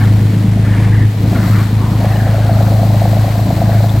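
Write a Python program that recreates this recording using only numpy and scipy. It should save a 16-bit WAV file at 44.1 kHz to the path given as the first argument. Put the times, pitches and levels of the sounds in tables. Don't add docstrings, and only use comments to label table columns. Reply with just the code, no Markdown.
import sys
import numpy as np
from scipy import signal
from scipy.fft import rfft, irfft
from scipy.io import wavfile
from scipy.ndimage import uniform_filter1d, minimum_filter1d

SR = 44100
rng = np.random.default_rng(int(sys.argv[2]) if len(sys.argv) > 2 else 0)


def bounce(signal):
    frames = np.transpose(np.atleast_2d(signal))
    limited = np.clip(frames, -1, 1)
    pcm = np.round(limited * 32767).astype(np.int16)
    wavfile.write(sys.argv[1], SR, pcm)


N = 176400

# hull drum/dB, knock/dB
CYLINDERS = [(0, 0), (-1.5, -12), (-2.5, -3.5)]
# t/s, level/dB
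ENGINE_RIDE = [(0.0, -15), (1.05, -16), (1.12, -24.5), (1.24, -12.5), (1.51, -15), (1.69, -18.5),
               (1.84, -15), (2.12, -19.5), (2.72, -17.5), (2.77, -21), (2.82, -17), (3.21, -18.5),
               (3.27, -20), (3.32, -22.5), (3.49, -15.5), (3.91, -21), (3.94, -18.5), (4.0, -20)]


def undb(db):
    return 10 ** (np.asarray(db) / 20)


def unit(x):
    return x / np.sqrt(np.mean(x ** 2) + 1e-18)


def curve(rows):
    return np.interp(np.arange(N) / SR, *np.array(rows).T)


def pan(db):
    return undb(np.array([[db], [-db]]) / 2)


def walk(rate_hz):
    hold = int(SR / rate_hz)
    steps = np.repeat(rng.standard_normal(N // hold + 2), hold)
    return unit(uniform_filter1d(uniform_filter1d(steps, hold), hold)[:N])


def colour(x, points):
    hz, db = np.array(points).T
    f = np.arange(N // 2 + 1) * SR / N + 1
    skirt = 1 / (1 + (f / (2 * hz[-1])) ** 4) / (1 + (hz[0] / 2 / f) ** 4)
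    return unit(irfft(rfft(x) * skirt * undb(np.interp(np.log(f), np.log(hz), db)), N))


def band(x, hz, half_width_hz):
    f = np.arange(N // 2 + 1) * SR / N + 1
    return unit(irfft(rfft(x) / (1 + 1j * (f * f - hz * hz) / (2 * f * half_width_hz)) ** 2, N))


def ring(x, modes, attack_s=1e-4):
    t = np.arange(SR // 4) / SR
    response = sum(undb(db - 60 * t / t60) * np.sin(2 * np.pi * hz * t) for hz, t60, db in modes)
    return signal.fftconvolve(x, response * (1 - np.exp(-t / attack_s)))[:N]


def pulses(times, sizes):
    inside = (times >= 0) & (times < (N - 1) / SR)
    return np.bincount((times[inside] * SR).astype(int), sizes[inside], N)


def hits(times, strength_db, jitter_s, scatter_db):
    late, size = rng.standard_normal((len(times), 2)).T
    return pulses(times + jitter_s * late, undb(strength_db + scatter_db * size))


def grains(per_s, spread_db):
    clicks = (rng.random(N) < per_s / SR) * rng.choice([-1, 1], N)
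    return unit(clicks * undb(spread_db * np.minimum(rng.exponential(size=N), 4)))


def wide(make, side_db):
    mid, side = make(), undb(side_db) * make()
    return unit(mid + side * np.array([[1], [-1]])) * np.sqrt(1 + undb(side_db) ** 2)


def engine_grit(phase, repeat_share=.25):
    loop = rng.standard_normal(4096)[(phase / len(CYLINDERS) % 1 * 4096).astype(int)]
    return np.sqrt(repeat_share) * loop + np.sqrt(1 - repeat_share) * rng.standard_normal(N)


def exhaust(phase):
    # t/s, level/dB
    boom_ride = [(0.04, -7), (0.38, -11), (1.07, -7.5), (1.13, -14.5), (1.49, -11), (1.53, -5.5),
                 (1.7, -16.5), (1.75, -9.5), (1.92, -15.5), (1.97, -11.5), (2.62, -9), (3.25, -9.5),
                 (3.3, -13.5), (3.44, -10), (3.51, -16), (3.79, -7), (3.93, -13), (3.97, -10)]
    # t/s, level/dB
    throb_ride = [(0.06, -31), (0.42, -41), (0.47, -33.5), (1.03, -31.5), (1.14, -50), (1.21, -33.5),
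                  (1.5, -35.5), (1.7, -37), (1.76, -33), (3.2, -33.5), (3.33, -35.5), (3.75, -33),
                  (3.92, -38), (3.95, -30)]
    # multiple of the firing rate, level/dB
    throb_partials = [(2, 5), (3, 1.5), (5, 6)]
    # f/Hz, level/dB
    burble_eq = [(20, -24), (42, -26), (70, -3.5), (110, 1.5), (170, -1.5), (280, -3.5), (380, -13.5),
                 (600, -24), (1200, -41)]
    boom_trim_db, throb_trim_db, burble_trim_db = -.5, 5, -3.5
    lope = np.cos(2 * np.pi * (phase - 1.5) / len(CYLINDERS))
    boom = unit(np.cos(2 * np.pi * 4 * phase) * (1 + .1 * lope))
    throb = np.sqrt(2) * sum(undb(db) * np.cos(2 * np.pi * k * phase) for k, db in throb_partials)
    puffs = 1 + .19 * np.cos(2 * np.pi * phase)
    burble = colour(engine_grit(phase), burble_eq) * (1 - .12 * lope) * puffs
    return (boom * undb(curve(boom_ride) + boom_trim_db)
            + throb * undb(curve(throb_ride) + throb_trim_db + .26 * walk(11))
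            + burble * undb(curve(ENGINE_RIDE) + burble_trim_db))


def panels(phase):
    # multiple of the engine's cycle rate, level/dB
    tones = [(18, -11.5), (24, -13), (29, -14), (35, -15), (54, -21.5)]
    cycle_angle = 2 * np.pi * phase / len(CYLINDERS)
    hum = sum(undb(db + 1.5 * walk(5.14)) * -np.sin(k * cycle_angle) for k, db in tones)
    return hum * undb(curve(ENGINE_RIDE))


def hull(times, strength_db, lead_s=.0086, trim_db=-4.5):
    # f/Hz, t60/s, level/dB
    modes = [(167.5, 0.047, 1), (188.5, 0.1, 13), (207.2, 0.08, -3), (260, 0.17, -15), (309.6, 0.22, -12.5),
             (450, 0.3, -18)]
    thumps = hits(times - lead_s, strength_db, jitter_s=.00014, scatter_db=4.1)
    return unit(ring(thumps, modes, attack_s=.008)) * undb(curve(ENGINE_RIDE) + trim_db)


def knock(times, strength_db, phase):
    # t/s, level/dB
    ride = [(0, -32), (.45, -39), (.8, -29.5), (1.1, -42), (1.33, -25), (1.6, -37), (1.92, -36.5),
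            (2.02, -23), (3.05, -20), (3.35, -25.5), (3.65, -20), (3.85, -23), (4, -30)]
    # f/Hz, t60/s, level/dB
    modes = [(608, .022, 0.5), (676, 0.025, 6.5), (751, 0.029, -1.5)]
    lag_s, clatter_decay_s, clatter_db, trim_db = .007457, .011, -1.5, -1.5
    blows = hits(times + lag_s, strength_db, jitter_s=.00029, scatter_db=1.5)
    tails = signal.lfilter([1], [1, -np.exp(-1 / (clatter_decay_s * SR))], blows)
    clatter = unit(tails * rng.standard_normal(N))
    drive = unit(blows) + undb(clatter_db) * clatter + engine_grit(phase)
    ringing = ring(drive, modes, attack_s=.0015)
    return band(ringing, hz=570, half_width_hz=380) * undb(curve(ride) + trim_db)


def bubbles(start, length, from_hz, to_hz, spread):
    per_s, decay_cycles, rise_per_decay = 800, 9.7, .0091
    scatter_db, pan_spread_db = 5, 3.5
    cloud, t = np.zeros((2, N)), np.arange(SR // 30) / SR
    for k, (when, pitch, size, side) in enumerate(rng.standard_normal((600, 4))):
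        onset = int((start + (k + when) / per_s) * SR)
        if 0 <= onset < min(N - len(t), (start + length) * SR):
            progress = (onset / SR - start) / length
            hz = from_hz * (to_hz / from_hz) ** progress * np.exp(spread * pitch)
            age = hz * t / decay_cycles
            envelope = undb(scatter_db * size) * np.sqrt(age) * np.exp(-age)
            chirp = np.sin(2 * np.pi * hz * t * (1 + rise_per_decay * age / 2))
            cloud[:, onset:onset + len(t)] += envelope * chirp * pan(pan_spread_db * side)
    return unit(cloud) * np.sqrt(length * SR / N)


def washes(fade_s=.069, gurgle_db=2, foam_db=-8.5, fizz_db=-22.5):
    # start/s, length/s, level/dB, first f/Hz, last f/Hz, pitch spread/share
    waves = [(-.15, 0.26, -31, 1630, 1320, 0.32), (0.603, 0.318, -32, 1643, 2030, 0.15),
             (0.652, 0.42, -37, 906, 976, 0.148), (0.878, 0.2, -30.5, 1757, 1840, 0.089),
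             (1.322, .36, -29, 1533, 1478, 0.216), (1.75, 0.44, -32, 1056, 923, 0.136),
             (1.971, 0.368, -34.5, 2070, 1520, 0.101), (2.252, 0.49, -38, 1516, 1385, 0.146),
             (3.628, 0.24, -35, 1750, 1780, 0.15)]
    t, water = np.arange(N) / SR, 0
    froth = wide(lambda: grains(per_s=4400, spread_db=5.5), side_db=-19)
    gurgle = unit(undb(gurgle_db * walk(80)))
    fizz = undb(fizz_db) * band(froth, hz=4000, half_width_hz=1050)
    for start, length, db, from_hz, to_hz, spread in waves:
        swell = np.clip(np.minimum(t - start, start + length - t) / fade_s, 0, 1)
        centre_hz = (from_hz + to_hz) / 2
        foam = undb(foam_db) * band(froth, centre_hz, 2 * spread * centre_hz)
        bubbling = gurgle * bubbles(start, length, from_hz, to_hz, spread)
        water = water + undb(db) * swell * (bubbling + foam + fizz)
    return water


def chop(wander_db=.9, trim_db=-32):
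    # f/Hz, level/dB
    eq = [(200, -7.5), (450, 3.5), (900, 1), (1300, -3.5), (1900, -1), (2600, -6), (3500, -7.5),
          (6000, -15)]

    def splashes():
        return colour(grains(per_s=3500, spread_db=2.5), eq) * undb(wander_db * walk(8.52))
    return wide(splashes, side_db=-7.5) * undb(trim_db)


def spray(droplets_db=-7, flutter_db=.5):
    # f/Hz, level/dB
    eq = [(1000, 10), (2200, -5), (3100, -8.5), (4100, 3.5), (5200, -4.5), (6600, -6.5), (7800, -4.5),
          (9500, -14.5), (12500, -4), (15500, -6)]
    # t/s, level/dB
    ride = [(0, -36.5), (.4, -40.5), (.5, -44), (1.05, -43), (1.5, -30), (1.75, -39), (2.1, -34.5),
            (2.45, -38), (2.6, -32.5), (3.45, -33.5), (3.8, -32.5), (4, -33)]
    # f/Hz, left minus right/dB
    lean = [(2000, 7), (4400, 3), (8100, -3), (12000, 0.5), (15000, 4)]

    def mist():
        air = rng.standard_normal(N)
        droplets = undb(droplets_db) * grains(per_s=1500, spread_db=6.5)
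        return colour(air + droplets, eq) * undb(flutter_db * walk(40))
    hiss = wide(mist, side_db=-6)
    lean_db = np.interp(np.arange(N // 2 + 1) * SR / N, *np.array(lean).T)
    return irfft(rfft(hiss) * undb(np.array([lean_db, -lean_db]) / 2), N) * undb(curve(ride))


def drops():
    # t/s, f/Hz, t60/s, level/dB
    ticks = [(1.298, 4800, .015, -28), (2.123, 2630, 0.027, -25), (2.16, 2920, 0.063, -28),
             (2.53, 4370, .015, -25), (3.894, 3550, 0.023, -21.5)]
    return sum(ring(pulses(np.array([at]), np.ones(1)), [mode]) for at, *mode in ticks)


def scene():
    # t/s, firing rate/Hz
    speed = [(0, 26.4), (1.25, 26.46), (2.1, 26.68), (4, 26.73)]
    phase = .085 + np.cumsum(curve(speed)) / SR
    firings = np.arange(1, int(phase[-1]) + 1)
    times = np.interp(firings, phase, np.arange(N) / SR)
    drum_db, knock_db = np.array(CYLINDERS)[firings % len(CYLINDERS)].T
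    engine = exhaust(phase) + panels(phase) + hull(times, drum_db)
    knocking = knock(times, knock_db, phase)
    water = washes() + chop() + spray() + drops()
    return engine * pan(db=.72) + knocking * pan(db=1.4) + water * pan(db=1.5)


def record(dry):
    low_cut_hz, top_hz, ceiling, limiter_s = 38, 15900, .95, .004
    f = np.arange(N // 2 + 1) * SR / N + 1
    mix = irfft(rfft(dry) / (1 + (low_cut_hz / f) ** 8), N)
    window = int(limiter_s * SR)
    safe_gain = ceiling / np.maximum(np.abs(mix).max(axis=0), ceiling)
    gain = uniform_filter1d(minimum_filter1d(safe_gain, window), window)
    return signal.sosfilt(signal.ellip(10, .1, 80, top_hz, fs=SR, output="sos"), mix * gain)


dry = scene()
out = record(dry)
bounce(out)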